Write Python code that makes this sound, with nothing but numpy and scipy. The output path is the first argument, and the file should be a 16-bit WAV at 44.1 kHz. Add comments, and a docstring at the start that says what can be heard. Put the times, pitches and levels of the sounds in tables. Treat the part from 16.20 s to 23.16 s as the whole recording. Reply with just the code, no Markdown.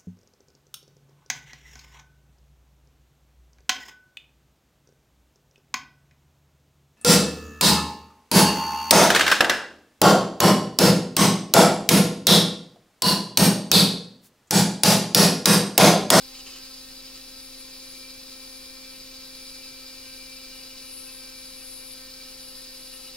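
"""A small electric motor hums, whines and rasps in a quiet room.
It spins a brass wheel on a metal tube that hangs from a string. The spinning part (the rotor) is off
balance, so it hums; its brushes (sliding contacts) scrape and whine, biting harder once a turn.
It slows a little as fingers steady the tube. A hand slides on the tube at first and faintly at the end.
Mains hum and a soft hiss lie underneath."""
import sys
import numpy as np
from scipy import signal
from scipy.fft import rfft, irfft, next_fast_len
from scipy.io import wavfile

SR = 44100
rng = np.random.default_rng(int(sys.argv[2]) if len(sys.argv) > 2 else 0)


def dump_mix(stems):
    """Bounce the given channels to the path in sys.argv[1] as a 16-bit WAV at rate SR."""
    frames = np.atleast_2d(stems).T  # one column per channel
    limited = np.clip(frames, -1, 1)  # hard clip at full scale
    pcm = np.round(limited * 32767).astype(np.int16)
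    wavfile.write(sys.argv[1], SR, pcm)


N = 306936
T = np.arange(N) / SR
SIDES = np.array([[.5], [-.5]])  # shares a left-right difference between the two sides

# how fast the rotor spins: time_s, turns_per_s
ROTOR_SPEED = [(0, 262.08), (1.2, 262.08), (2.5, 261.9), (3.8, 261.68), (5, 261.02), (6.2, 260.43),
               (6.96, 260.35)]
# the motor's tones, by order (order 2 vibrates twice a turn); the share is held within 0-1
# order: level_db, flutter_share, left_louder_db, left_lead_rad
MOTOR_TONES = {1: (-55.5, 0, 3, 0.5), 2: (-59, 0, 4.5, 0.62), 3: (-73, 0.1, -6, 1.1), 4: (-71, 0.4, 6, 1),
               5: (-69, 1.4, 9, 0), 6: (-68, 0.67, 0, -0.8), 7: (-69, 0.5, -6, 0), 8: (-69, 0.4, 7, 2),
               9: (-58.5, 0.2, 6.5, 0.86), 10: (-63.5, 0.55, 3.5, 0.64), 11: (-63, 1.8, 0.5, 0),
               12: (-69.5, 0.5, -10, 1.2), 13: (-68.5, -1.3, 2, 1.3), 14: (-65, 0.5, 0, 1.1),
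               15: (-61, 1.3, 0, 1.1), 18: (-58, .2, -10.5, 2), 20: (-64, 0.5, 5, 0.7),
               21: (-63.5, -0.5, 7, 2), 22: (-68.5, -1, -6, 2), 23: (-69.5, 1, 1, 1.3),
               24: (-62.5, 0.6, -2.5, 1.94), 30: (-70, 1.5, 0.5, 2.5), 36: (-71, 1, -7, 4.5),
               40: (-65.5, 0.05, -2, 1.5), 41: (-59, 0.08, 5.5, 1.54), 42: (-52, 0.17, 8.5, 2.5),
               43: (-78, 1, 1, 3), 45: (-66, 1, 5, 3.5), 47: (-65, 0, 5, 4), 48: (-69, .3, 4, 4.5)}
# the next five tables only shape how tones swell and fade; MOTOR_TONES sets their average level
# off-balance hum, shifting with the grip: time_s, order_1_db, order_2_db, order_3_db
HUM_SWELL = [(0.0, -55.5, -61, -63.5), (0.76, -55.5, -61, -71.5), (2.14, -55.0, -58.0, -73.5),
             (4.84, -55.5, -58.5, -75), (6.35, -57.0, -57, -72), (6.63, -57.5, -57.5, -79),
             (6.95, -58, -56, -68)]
# the tube sings along with order 9, most when held firmly: time_s, level_db
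TUBE_SWELL = [(0.0, -60.5), (0.7, -69), (0.79, -63), (0.94, -65.0), (1.89, -55.5), (2.24, -59.5),
              (2.61, -55.5), (2.86, -58.0), (3.5, -55.0), (3.69, -58.5), (3.89, -54.5), (4.74, -58),
              (6.1, -58.5), (6.32, -67.5), (6.51, -62.5), (6.95, -66)]
# loose chatter just above the tube's note: time_s, order_10_db, order_11_db
CHATTER_SWELL = [(0, -68, -64.0), (0.3, -65.5, -65), (1.2, -63.5, -69.0), (2.5, -66, -70.5),
                 (3.9, -64.5, -62.5), (4.75, -61.5, -61), (5.1, -64.5, -66.5), (6.3, -69, -62),
                 (6.96, -64.5, -60.5)]
# the lower whine of the brushes on their contacts, order 41: time_s, level_db
LOW_WHINE_SWELL = [(0.0, -65), (0.58, -59.5), (1.39, -57), (1.72, -51.5), (2.63, -61), (2.72, -54.5),
                   (2.88, -61), (3.28, -52), (3.68, -63), (4.02, -61), (4.14, -66), (4.57, -61),
                   (4.69, -62.5), (5.46, -55), (5.74, -60), (6.66, -58), (6.85, -62.5), (6.95, -62)]
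# the upper whine, order 42: time_s, level_db
HIGH_WHINE_SWELL = [(0.0, -64.0), (0.28, -54), (0.92, -59), (1.44, -47), (1.55, -57), (1.71, -48.0),
                    (2.08, -59), (2.2, -48), (2.54, -52.5), (2.62, -71), (2.78, -49.0), (2.9, -62),
                    (3.31, -52.5), (3.71, -56.5), (3.84, -53), (4.36, -49), (4.5, -54.5), (4.76, -42),
                    (5.12, -48.5), (5.73, -41.5), (5.86, -56.5), (6.1, -49), (6.9, -47.5), (6.95, -56)]
# the bearing rattles briefly and the chatter flares: time_s, rise_db
BEARING_RATTLES = [(2.75, 6), (2.87, 6), (3.45, 9), (3.88, 5), (4.13, 4), (4.34, 5), (4.69, 5), (4.89, 6),
                   (5.41, 7), (6.75, 3.5), (6.86, 4)]
# tones of the housing, which buzzes more as fingers slow the motor: order
HOUSING_ORDERS = (5, 6, 7)
# how the motor's metal can rings when the brushes scrape: pitch_hz, relative_db
CAN_SPECTRUM = [(2000, -29.5), (2200, -16), (3150, -18), (3500, -11.5), (3800, -9.5), (4030, -3),
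                (4190, -5.5), (4620, -4), (4770, 0.5), (5000, -3), (5480, -7), (5620, -13), (7600, -16.5),
                (10200, -20), (15500, -24.5)]
# the hand's strokes along the tube: start_s, end_s, level_db
HAND_STROKES = [(0.14, 0.22, -48.5), (.26, 0.395, -47), (.43, .48, -55), (0.86, 0.888, -49),
                (0.946, 0.985, -49.5), (6.713, 6.928, -60)]
# the sound of skin sliding on metal: pitch_hz, relative_db
SKIN_SPECTRUM = [(150, -17), (350, -4.5), (600, -15), (1000, -12), (1250, -5), (1550, -15), (2350, -6),
                 (2650, -0.5), (3080, 3.5), (3400, -12), (4100, -12), (5400, -7), (7000, -4.5),
                 (11000, -24)]
# steady room tones (low drone, mains hum, thin high whistle): pitch_hz, level_db
ROOM_TONES = [(24, -60.5), (48, -68.5), (120, -80.5), (240, -76.5), (300, -77), (360, -71), (420, -78),
              (480, -75.5), (540, -76.5), (600, -86), (720, -83), (876, -76.5), (900, -80.5), (15734, -74)]
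# room rumble and hiss: pitch_hz, relative_db
AIR_SPECTRUM = [(15, 7.5), (90, 1), (200, -2), (380, -4), (650, -7.5), (1300, -6), (1900, -8.5), (4000, -4),
                (7000, -7), (9000, -5.5), (10400, -3), (12000, -5), (13500, -3.5), (15800, -8.5)]
# how noise reaches the left and right sides: pitch_hz, left_lead_rad, likeness (0-1), left_louder_db
STEREO_SPREAD = [(50, 0.5, 0.53, 0.5), (260, 0.26, 0.46, 0), (650, 0.77, 0.29, 1.5), (1580, 0.62, 0.65, 1),
                 (2400, 0.54, 1, 1.5), (2860, 0.23, 1, -1.5), (3520, 0.9, .65, 4), (4200, 0.56, 0.6, -2.5),
                 (4790, 1.86, 0.9, 4), (5300, 0.62, 0.92, -1.5), (5980, 2.4, 0.53, -3),
                 (6730, 1.7, 0.6, -0.5), (10500, 3.25, 0.49, 2.5), (12200, 3.7, 0.76, 2), (15600, 4, .4, 4)]


def motor_tones(angle, speed, buzz_db_per_lost_turn=1, buzz_hz=8.1, whine_hz=5, other_hz=12.6):
    """Tones at multiples of the spin speed; loose bearings make them flutter at the given rates."""
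    buzz_db = buzz_db_per_lost_turn * (speed.max() - speed)
    swell_db = dict.fromkeys(HOUSING_ORDERS, buzz_db)
    swell_db[1], swell_db[2], swell_db[3] = over_time(HUM_SWELL)
    swell_db[9], = over_time(TUBE_SWELL)
    swell_db[10], swell_db[11] = bearing_chatter()
    swell_db[41], = over_time(LOW_WHINE_SWELL)
    swell_db[42], = over_time(HIGH_WHINE_SWELL)
    flutter_hz = {41: whine_hz, 42: whine_hz} | dict.fromkeys(HOUSING_ORDERS, buzz_hz)
    out = np.zeros((2, N))
    for order, (level_db, share, pan_db, lead) in MOTOR_TONES.items():
        share = np.clip(share, 0, 1)
        rate_hz = flutter_hz.get(order, other_hz)
        unsteady = (flutter(rate_hz) + 1j * flutter(rate_hz)) / np.sqrt(2)  # in strength and timing
        wobble = np.sqrt(1 - share) + np.sqrt(share) * unsteady
        strength = rms_one(from_db(swell_db.get(order, 0)) * wobble)
        tone = strength * np.exp(1j * (order * angle + 2 * np.pi * rng.random()))
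        # standing waves in the room give each tone its own level and delay on each side
        stereo = from_db(level_db + pan_db * SIDES) * np.exp(1j * lead * SIDES)
        out += np.sqrt(2) * np.real(tone * stereo)
    return out


def bearing_chatter(half_rattle_s=0.027):
    """How the two chattering tones swell, in dB: a slow drift with short rattles on top."""
    flare_db = sum(db * np.exp(-((T - time_s) / half_rattle_s) ** 2) for time_s, db in BEARING_RATTLES)
    return [drift_db + flare_db for drift_db in over_time(CHATTER_SWELL)]


def brush_rasp(angle, loose_db=-46, grip_db=0.77, push_db=1.5, grip_start_s=1.7, grip_takes_s=1):
    """The brushes scrape and ring the metal can, harder when the hand grips or pushes the tube."""
    grip = np.clip((T - grip_start_s) / grip_takes_s, 0, 1)
    push = stroke_strength()
    level_db = loose_db + grip_db * grip + push_db * push / push.max()
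    bite_db = 3.5 * np.exp(2.6 * (np.cos(angle) - 1))  # one short, harder bite each turn
    lean_db = 0.05 * np.cos(angle)  # the brushes lean with the off-balance rotor
    uneven_db = 1.16 * flutter(rate_hz=22)
    force = from_db(bite_db + lean_db + uneven_db)
    return from_db(level_db) * shaped_noise(CAN_SPECTRUM, force)


def contact_bumps(angle, level_db=-63, first_order=25, last_order=58, points=1024):
    """The same tiny bumps pass under the brushes every turn, making a row of faint high tones."""
    orders = np.arange(points // 2 + 1)
    wanted = (orders >= first_order) & (orders <= last_order)
    bumps = irfft(rfft(rng.standard_normal((2, points))) * wanted)
    one_turn = 2 * np.pi * np.arange(points) / points
    whine = np.array([np.interp(angle, one_turn, side, period=2 * np.pi) for side in bumps])
    return from_db(level_db) * rms_one(whine)


def hand_slide(uneven_db=2.0):
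    """Skin slides on the tube in short strokes with an uneven grip."""
    pressure = from_db(uneven_db * flutter(rate_hz=19))
    return stroke_strength() * shaped_noise(SKIN_SPECTRUM, pressure)


def stroke_strength(fade_s=0.033):
    """How hard the hand rubs: each stroke rises, holds and falls."""
    return sum(from_db(db) * np.clip(np.minimum(T - start_s, end_s - T) / fade_s + .5, 0, 1)
               for start_s, end_s, db in HAND_STROKES)


def room(air_db=-48.5):
    """Steady humming tones over rumble and hiss."""
    hum = sum(np.sqrt(2) * from_db(db) * np.sin(2 * np.pi * (hz * T + rng.random()))
              for hz, db in ROOM_TONES)
    return hum + from_db(air_db) * shaped_noise(AIR_SPECTRUM)


def shaped_noise(spectrum, force=1):
    """Stereo noise that follows a force and takes on a spectrum's tone colour; average level 1."""
    size = next_fast_len(N)
    hz = np.fft.rfftfreq(size, 1 / SR)
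    shared, *separate = rfft(rng.standard_normal((3, N)) * force, size)
    lead, likeness, pan_db = over_pitch(STEREO_SPREAD, hz)
    likeness = np.clip(likeness, 0, 1)
    direct = np.sqrt(likeness) * shared * np.exp(1j * lead * SIDES)
    scattered = np.sqrt(1 - likeness) * np.array(separate)
    colour_db, = over_pitch(spectrum, hz)
    coloured = (direct + scattered) * from_db(colour_db + pan_db * SIDES)
    return rms_one(irfft(coloured, size)[:, :N])


def flutter(rate_hz, fastest_hz=70):
    """A random wobble of typical size 1, mostly slower than rate_hz."""
    step, warm_up = 64, 2000  # samples per point, points skipped while the smoothing settles
    wobble = rng.standard_normal(N // step + warm_up + 2)
    for hz in (rate_hz, fastest_hz):
        wobble = signal.lfilter([1], [1, -np.exp(-2 * np.pi * hz * step / SR)], wobble)
    wobble = rms_one(wobble[warm_up:])
    return np.interp(np.arange(N) / step, np.arange(len(wobble)), wobble)


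def over_time(rows):
    """Join a table's points in time: one curve for each column after the first."""
    time_s, *columns = np.transpose(rows)
    return [np.interp(T, time_s, column) for column in columns]


def over_pitch(rows, hz):
    """Read each column after the first at the given pitches."""
    pitch_hz, *columns = np.transpose(rows)
    return [np.interp(np.log(np.maximum(hz, 1)), np.log(pitch_hz), column) for column in columns]


def from_db(db):
    """Turn decibels into a number to multiply by."""
    return 10 ** (np.asarray(db) / 20)


def rms_one(x):
    """Scale a signal so its average level (rms) is 1."""
    return x / np.sqrt(np.mean(np.abs(x) ** 2) + 1e-20)


def scene():
    """The turning rotor drives the tones and the rasp; the hand and the room join in."""
    speed, = over_time(ROTOR_SPEED)
    angle = 2 * np.pi * np.cumsum(speed) / SR
    return motor_tones(angle, speed) + contact_bumps(angle) + brush_rasp(angle) + hand_slide() + room()


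def record(dry):
    """Cut the very highest treble steeply."""
    cutoff_hz = 15800
    return signal.sosfilt(signal.ellip(12, .1, 80, cutoff_hz, fs=SR, output="sos"), dry)


dry = scene()
out = record(dry)
dump_mix(out)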